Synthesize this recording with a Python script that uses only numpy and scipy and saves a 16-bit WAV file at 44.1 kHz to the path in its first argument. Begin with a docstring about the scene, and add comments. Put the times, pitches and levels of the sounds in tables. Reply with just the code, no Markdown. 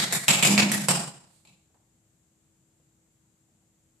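"""First comes the ring of a tap already struck, over faint ventilation and hiss; a quick run of taps follows.
A dancer's metal-plated shoes strike a wooden floor in a live studio with a mirror wall: each blow is a
click and rattle plus room echoes, coloured as clack, plate ring and board thump. Mid-run a low drone
swells, likely a dragged sole juddering, made from multiples of its slip rate. The feet slide together
(a soft noise hiss), click lightly and settle with dull knocks, leaving ventilation and hiss."""
import sys
import numpy as np
from scipy import signal
from scipy.fft import rfft, irfft, next_fast_len
from scipy.io import wavfile
from scipy.ndimage import map_coordinates

SR = 44100
rng = np.random.default_rng(int(sys.argv[2]) if len(sys.argv) > 2 else 0)


def pcm_store(signal):
    """Save signal as 16-bit PCM."""
    levels = np.round(np.clip(np.atleast_2d(signal), -1, 1) * 32767)
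    wavfile.write(sys.argv[1], SR, levels.astype(np.int16).T)


N = 176400  # length in samples: 4 s


def amp(db):
    """Decibels to gain."""
    return 10 ** (np.asarray(db) / 20)


def unit(x):
    """Scale to an average (rms) strength of 1."""
    return x / np.sqrt(np.mean(x ** 2) + 1e-20)


def along(points, hz):
    """Read a value between (f/Hz, value) points, on a log frequency axis."""
    f, value = np.transpose(points)
    return np.interp(np.log(hz + 1), np.log(f + 1), value)


def bell(x, width):
    """A smooth hump of height 1 around zero."""
    return np.exp(-.5 * (x / width) ** 2)


def octaves(hz, centre):
    """Distance from a centre frequency in octaves."""
    return np.log2((hz + 1) / centre)


def wobble(rate):
    """A smooth random curve with this many random points a second."""
    points = rng.standard_normal(int(N * rate / SR) + 4)
    return map_coordinates(points, [np.arange(N) * rate / SR])


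def left_right(left, right):
    """Gains for the two channels, from dB."""
    return amp(np.array([[left], [right]]))


def add(out, s, x):
    """Mix x into out from time s, dropping what falls outside."""
    i = round(s * SR)
    x = x[:, max(-i, 0):N - i]
    out[:, max(i, 0):][:, :x.shape[1]] += x


def causal(db):
    """Turn a gain curve in dB into a filter that responds only after it is struck (minimum phase)."""
    c = irfft(np.log(amp(db)))
    n = c.shape[-1] // 2
    # fold the backward half of the log spectrum's echo onto the forward half
    c[..., 1:n] *= 2
    c[..., n + 1:] = 0
    return irfft(np.exp(rfft(c)))


def coloured(contact, db):
    """A contact sound filtered by a gain curve in dB."""
    return signal.fftconvolve(contact, causal(db)[None], axes=1)


# how alike left and right are: f/Hz, likeness (1 = identical)
LIKENESS = [(170, .98), (310, 0.5), (600, .72), (1200, 0.222), (2500, .05)]


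def diffuse(size, colour=None):
    """Stereo room noise: alike in the bass, unrelated in the treble."""
    hz = np.fft.rfftfreq(size, 1 / SR)
    turn = np.arccos(np.clip(along(LIKENESS, hz), -1, 1)) / 2
    z = rfft(rng.standard_normal((2, size))) * [np.cos(turn), np.sin(turn)]
    mid, side = irfft(z * amp(along(colour, hz) if colour else 0), size)
    return unit(np.array([mid + side, mid - side]))


def burst(t60):
    """A short stereo scatter of energy 1 that fades by 60 dB in t60 seconds."""
    x = diffuse(size=2048) * amp(-60 * np.arange(2048) / SR / t60)
    return x / np.sqrt(np.sum(x ** 2) / 2)


SEAT_S = .0007  # the plate's edge takes this long to seat


def seating():
    """A tiny crunch of energy 1: each pitch of the click arrives at its own moment."""
    hz = np.fft.rfftfreq(1024, 1 / SR)
    scatter = map_coordinates(rng.standard_normal(len(hz)), [hz / 900])
    late = SEAT_S / 2 * (1 + np.tanh(scatter))
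    return irfft(np.exp(-2j * np.pi * np.cumsum(late) * hz[1]))[None]


# how long the room takes to fade by 60 dB: f/Hz, t/s
ROOM_T60 = [(130, 0.62), (700, .58), (1840, 0.53), (7500, 0.53), (13000, .42)]
# first echoes from ceiling and walls: delay t/s, level/dB
FIRST_ECHOES = [(.0022, -7), (.0052, -2), (0.0201, -7.5), (0.0247, -3), (.029, -7)]
DIRECT_DB, ECHO_DB, TAIL_DB = 5, 8.5, 16.5
BUILD_S, ECHO_SPREAD_S = 0.0073, 0.014  # build-up of the tail; 60 dB fade of each echo
CHATTER_S, CHATTER_DB = 0.042, 4  # rattle on landing: 60 dB fade, level over the first click
LUMPY_DB, LUMPS_PER_S = 1.81, 97  # later echoes arrive in clumps


def studio(room_db=0):
    """One contact as heard across the room: direct click and rattle, first echoes, dense tail."""
    hz, t, z = signal.stft(diffuse(size=SR), SR, nperseg=256)
    fade = amp(-60 * t / along(ROOM_T60, hz)[:, None])
    tail = signal.istft(z * fade, SR, nperseg=256)[1][:, :SR]
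    build_up = 1 - np.exp(-np.arange(SR) / SR / BUILD_S)
    tail *= build_up * amp(LUMPY_DB * wobble(LUMPS_PER_S)[:SR])
    out = amp(TAIL_DB + room_db) * unit(tail) / np.sqrt(SR)
    add(out, 0, amp(DIRECT_DB) * seating())
    add(out, 0, amp(DIRECT_DB + CHATTER_DB) * burst(CHATTER_S))
    for delay, db in FIRST_ECHOES:
        add(out, delay, amp(ECHO_DB + db + room_db) * burst(ECHO_SPREAD_S))
    return out


BOOM_HZ, BOOM_T60_S, BOOM_RISE_S, BOOM_DB = 140.2, 0.58, 0.033, -36.5  # BOOM_DB: relative to the blow


def boom():
    """The sprung floor rings on after a blow: a low tone that swells and fades."""
    t = np.arange(SR) / SR
    swell = (1 - np.exp(-t / BOOM_RISE_S)) * amp(-60 * t / BOOM_T60_S)
    return (swell * np.sin(2 * np.pi * (BOOM_HZ * t + rng.random())))[None]


# colour of a plate on wood: f/Hz, level/dB
PLATE_ON_WOOD = [(30, -23.5), (80, -15.5), (140, 6.5), (185, 9), (260, -4), (450, -5), (750, -1.5),
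                 (2300, -2), (4000, -2), (6000, -4), (7500, -1), (10000, -7), (12700, -8.5), (14200, -35)]
# resonances of shoe and boards: f/Hz, width/Hz, level/dB
SHOE_MODES = [(355, 20, 4.5), (693.7, 18, 5.5), (813.6, 38, 3), (550, 35, 3)]
# their sharpest resonances: f/Hz
SHARP_LINES = [1922, 2297, 2530, 2890, 7339]
LINE_WIDTH_HZ, LINE_DB = 14, 4
# blows of the plates: t/s, level/dB, thump level/dB, wood knock level/dB, clack f/Hz, clack level/dB,
# overtone f/Hz, overtone level/dB, plate ring level/dB, ring f/Hz, sizzle level/dB,
# muted band f/Hz, muted band level/dB
BLOWS = [(-.028, -1.5, -.5, -2, 2040, 7, 3950, 6.5, 0, 7500, -2.5, 2700, -5),
         (0.1248, -8.5, 3.5, 0.5, 2000, 8.5, 4000, 4, 1, 8100, 7.5, 3020, -5),
         (0.2817, 2.5, -.5, 0, 2553, 6, 3255, 3, 4.5, 7750, -0.5, 8632, -9.5),
         (.426, -2, 3, 0.5, 2440, 11, 3307, 4.5, 2.5, 7400, 0, 5614, -6.5),
         (0.4487, -1.5, 2.5, -1, 2430, -0.5, 5000, 4.5, 3, 7250, 2, 1517, -4),
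         (.5782, 3.5, -0.5, -3.5, 2340, 7, 3200, 0, 1.5, 7400, -9.5, 1395, -0.5),
         (0.7171, -7, 10.5, -2, 1860, 8, 5900, 1, -3, 7500, 6, 1250, -2),
         (.885, -5, 9.5, 7.5, 2788, 5, 5002, 6.5, 8.5, 8300, 2, 2173, -0.5),
         (1.4511, -43.5, 11.5, 8, 2500, 9.5, 4070, 8, 5, 7450, 1.5, 1650, -10),
         (1.473, -42.5, 11.5, 1, 2520, 11, 3900, 7.5, 4, 7450, -0.5, 1656, -12)]
THUMP_HZ, KNOCK_HZ, SIZZLE_HZ = 160, 810, 11500
CLACK_WIDTH_HZ, OVERTONE_WIDTH_HZ, RING_WIDTH_HZ = 340, 520, 720
MUTED_WIDTH_HZ = 290  # the spot struck leaves one band unexcited
RIPPLE_DB, RIPPLE_STEP_HZ = 3.5, 69.6  # fine resonances that shift with the spot struck
LIGHT_DB = -37  # touches lighter than this sound drier


def taps():
    """Every blow has its own mix of board thump, knock, clack and plate ring."""
    out, hz = np.zeros((2, N)), np.fft.rfftfreq(4096, 1 / SR)
    shoe = along(PLATE_ON_WOOD, hz) + sum(db * bell(hz - f, width) for f, width, db in SHOE_MODES)
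    shoe += LINE_DB * sum(bell(hz - f, LINE_WIDTH_HZ) for f in SHARP_LINES)
    treble = hz ** 2 / (hz ** 2 + 1500 ** 2)  # keeps the ripple out of the bass
    for (s, db, thump, knock, clack_hz, clack, over_hz, over,
         ring, ring_hz, sizzle, muted_hz, muted) in BLOWS:
        boards = thump * bell(octaves(hz, THUMP_HZ), 0.73)
        boards += knock * bell(octaves(hz, KNOCK_HZ), 0.92)
        plate = clack * bell(hz - clack_hz, CLACK_WIDTH_HZ)
        plate += over * bell(hz - over_hz, OVERTONE_WIDTH_HZ)
        plate += ring * bell(hz - ring_hz, RING_WIDTH_HZ)
        plate += sizzle * bell(octaves(hz, SIZZLE_HZ), 0.66)
        bumps = map_coordinates(rng.standard_normal(len(hz)), [hz / RIPPLE_STEP_HZ])
        ripple = RIPPLE_DB * treble * np.tanh(bumps)
        gap = muted * bell(hz - muted_hz, MUTED_WIDTH_HZ)
        room_db = min(0, (db - LIGHT_DB) / 2)
        add(out, s, coloured(studio(room_db), db + shoe + boards + plate + ripple + gap))
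        add(out, s, amp(db + thump + BOOM_DB) * boom())
    return out


# colour of ventilation and hiss: f/Hz, level/dB
AIR_COLOUR = [(20, -40), (47, -10.5), (137, -2.5), (215, -7.5), (310, -15), (380, -16.5), (1010, -25.5),
              (5520, -30.5), (7400, -15.5), (9150, -29.5), (14400, -34)]
AIR_DB, HUM_HZ, HUM_DB = -68, 324, -78.5


def air():
    """Ventilation rumble with a nearly steady fan tone, under microphone hiss."""
    phase = 2 * np.pi * HUM_HZ * np.arange(N) / SR + .5 * wobble(2.3)
    hum = unit(amp(wobble(4.4)) * np.sin(phase))
    return (amp(AIR_DB) * diffuse(N, AIR_COLOUR) + amp(HUM_DB) * hum) * left_right(1.1, -1.1)


# tones of the drone: multiple of the slip rate, level/dB
DRONE_TONES = [(4, 1), (5, -15.5), (6, -17.5), (12, -23), (18, -19)]
# boards under the dragged sole: f/Hz, level/dB
RUB_COLOUR = [(100, -32.5), (170, -3), (330, -4.5), (420, -15.5), (1000, -13.5), (2000, -39)]
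DRAG_S, DRAG_END_S, DRAG_ATTACK_S, DRAG_T60_S = .457, 0.61, 0.057, .56
SLIP_HZ, DRAG_DB, RUB_DB = 51.2, -23.5, -9.5  # steady slips per second; drone; rub relative to drone
SLOW_START, SPEED_UP_S = .07, .04  # share by which the slips start slower, time constant of speeding up


def judder():
    """A sole slips faster until the rate steadies; the boards rumble and drone, mostly at four times it."""
    t = np.maximum(np.arange(N) / SR - DRAG_S, 0)
    after_end = np.maximum(t + DRAG_S - DRAG_END_S, 0)
    swell = np.minimum(t / DRAG_ATTACK_S, 1) * amp(-60 * (after_end / DRAG_T60_S) ** 1.5)
    slips = np.cumsum(SLIP_HZ * (1 - SLOW_START * np.exp(-t / SPEED_UP_S))) / SR
    tone = 0
    for multiple, db in DRONE_TONES:
        level = amp(db + 0.37 * wobble(46))
        tone = tone + level * np.sin(multiple * (2 * np.pi * slips + 0.11 * wobble(40)))
    drone = unit(tone) + amp(RUB_DB) * diffuse(N, RUB_COLOUR)
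    return amp(DRAG_DB) * swell * drone * left_right(-.7, .7)


# dull knocks of heel and sole on the boards: t/s, level/dB, knock f/Hz
DULL_KNOCKS = [(.474, 2, 335), (.887, -3, 932), (1.703, -43.5, 600), (1.745, -35, 820), (2.799, -42, 520),
               (3.485, -45, 702), (3.625, -46, 700)]
# colour of a dull knock: f/Hz, level/dB
SOLE_COLOUR = [(60, -20), (300, -7.5), (1000, -11.5), (9000, -31)]
# room level of a dull knock; height and width of its resonance
STEP_ROOM_DB, STEP_PEAK_DB, STEP_OCTAVES = -6, 11.5, 0.35


def steps():
    """Heel and sole knock dully: each contact has one broad resonance and less room sound."""
    out, hz = np.zeros((2, N)), np.fft.rfftfreq(4096, 1 / SR)
    for s, db, knock_hz in DULL_KNOCKS:
        peak = STEP_PEAK_DB * bell(octaves(hz, knock_hz), STEP_OCTAVES)
        add(out, s, coloured(studio(STEP_ROOM_DB), db + along(SOLE_COLOUR, hz) + peak))
    return out


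# colour of the sliding hiss: f/Hz, level/dB
SLIDE_COLOUR = [(3000, -7.5), (4300, 0.5), (5600, -7), (8500, 2.5), (11000, -10)]
SLIDE_S, SLIDE_WIDTH_S, SLIDE_DB = 1.355, .06, -65.5  # middle, bell width, level
SLIDE_PAN_DB = -5  # left over right


def slide():
    """One plate hisses softly over the varnish as the feet close: noise that swells and fades."""
    stroke = bell(np.arange(N) / SR - SLIDE_S, SLIDE_WIDTH_S)
    pan = left_right(SLIDE_PAN_DB / 2, -SLIDE_PAN_DB / 2)
    return amp(SLIDE_DB) * pan * stroke * diffuse(N, SLIDE_COLOUR)


# left, then right microphone port: peak f/Hz, width/Hz, level/dB, dip f/Hz, width/Hz, level/dB
PORT_RESONANCES = [(7158, 330, 5, 14000, 900, -5), (7960, 590, 3, 6600, 540, -3)]


def ports(x):
    """Each microphone port has its own treble resonance; the right one takes more midrange."""
    size = next_fast_len(N + SR // 2)
    hz = np.fft.rfftfreq(size, 1 / SR)
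    db = np.array([up * bell(hz - peak_hz, peak_width) + down * bell(hz - dip_hz, dip_width)
                   for peak_hz, peak_width, up, dip_hz, dip_width, down in PORT_RESONANCES])
    # left minus right: f/Hz, level/dB
    tilt = along([(150, 0.4), (370, -1.5), (2300, -1.9), (4200, 1.14), (7000, -1), (12000, -1.0)], hz)
    db += np.outer([.5, -.5], tilt)
    return irfft(rfft(x, size) * amp(db), size)[:, :N]


def scene():
    """The dancer in the quiet studio."""
    return ports(taps() + steps() + slide()) + judder() + air()


TOP_HZ = 14550  # band limit


def record(dry):
    """The recorder rounds off the highest peaks and keeps nothing above its band limit."""
    held = dry / (1 + np.abs(dry / .95) ** 6) ** (1 / 6)
    size = next_fast_len(N + SR // 2)
    kept = np.fft.rfftfreq(size, 1 / SR) < TOP_HZ
    return irfft(rfft(held, size) * kept, size)[:, :N]


dry = scene()
out = record(dry)
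pcm_store(out)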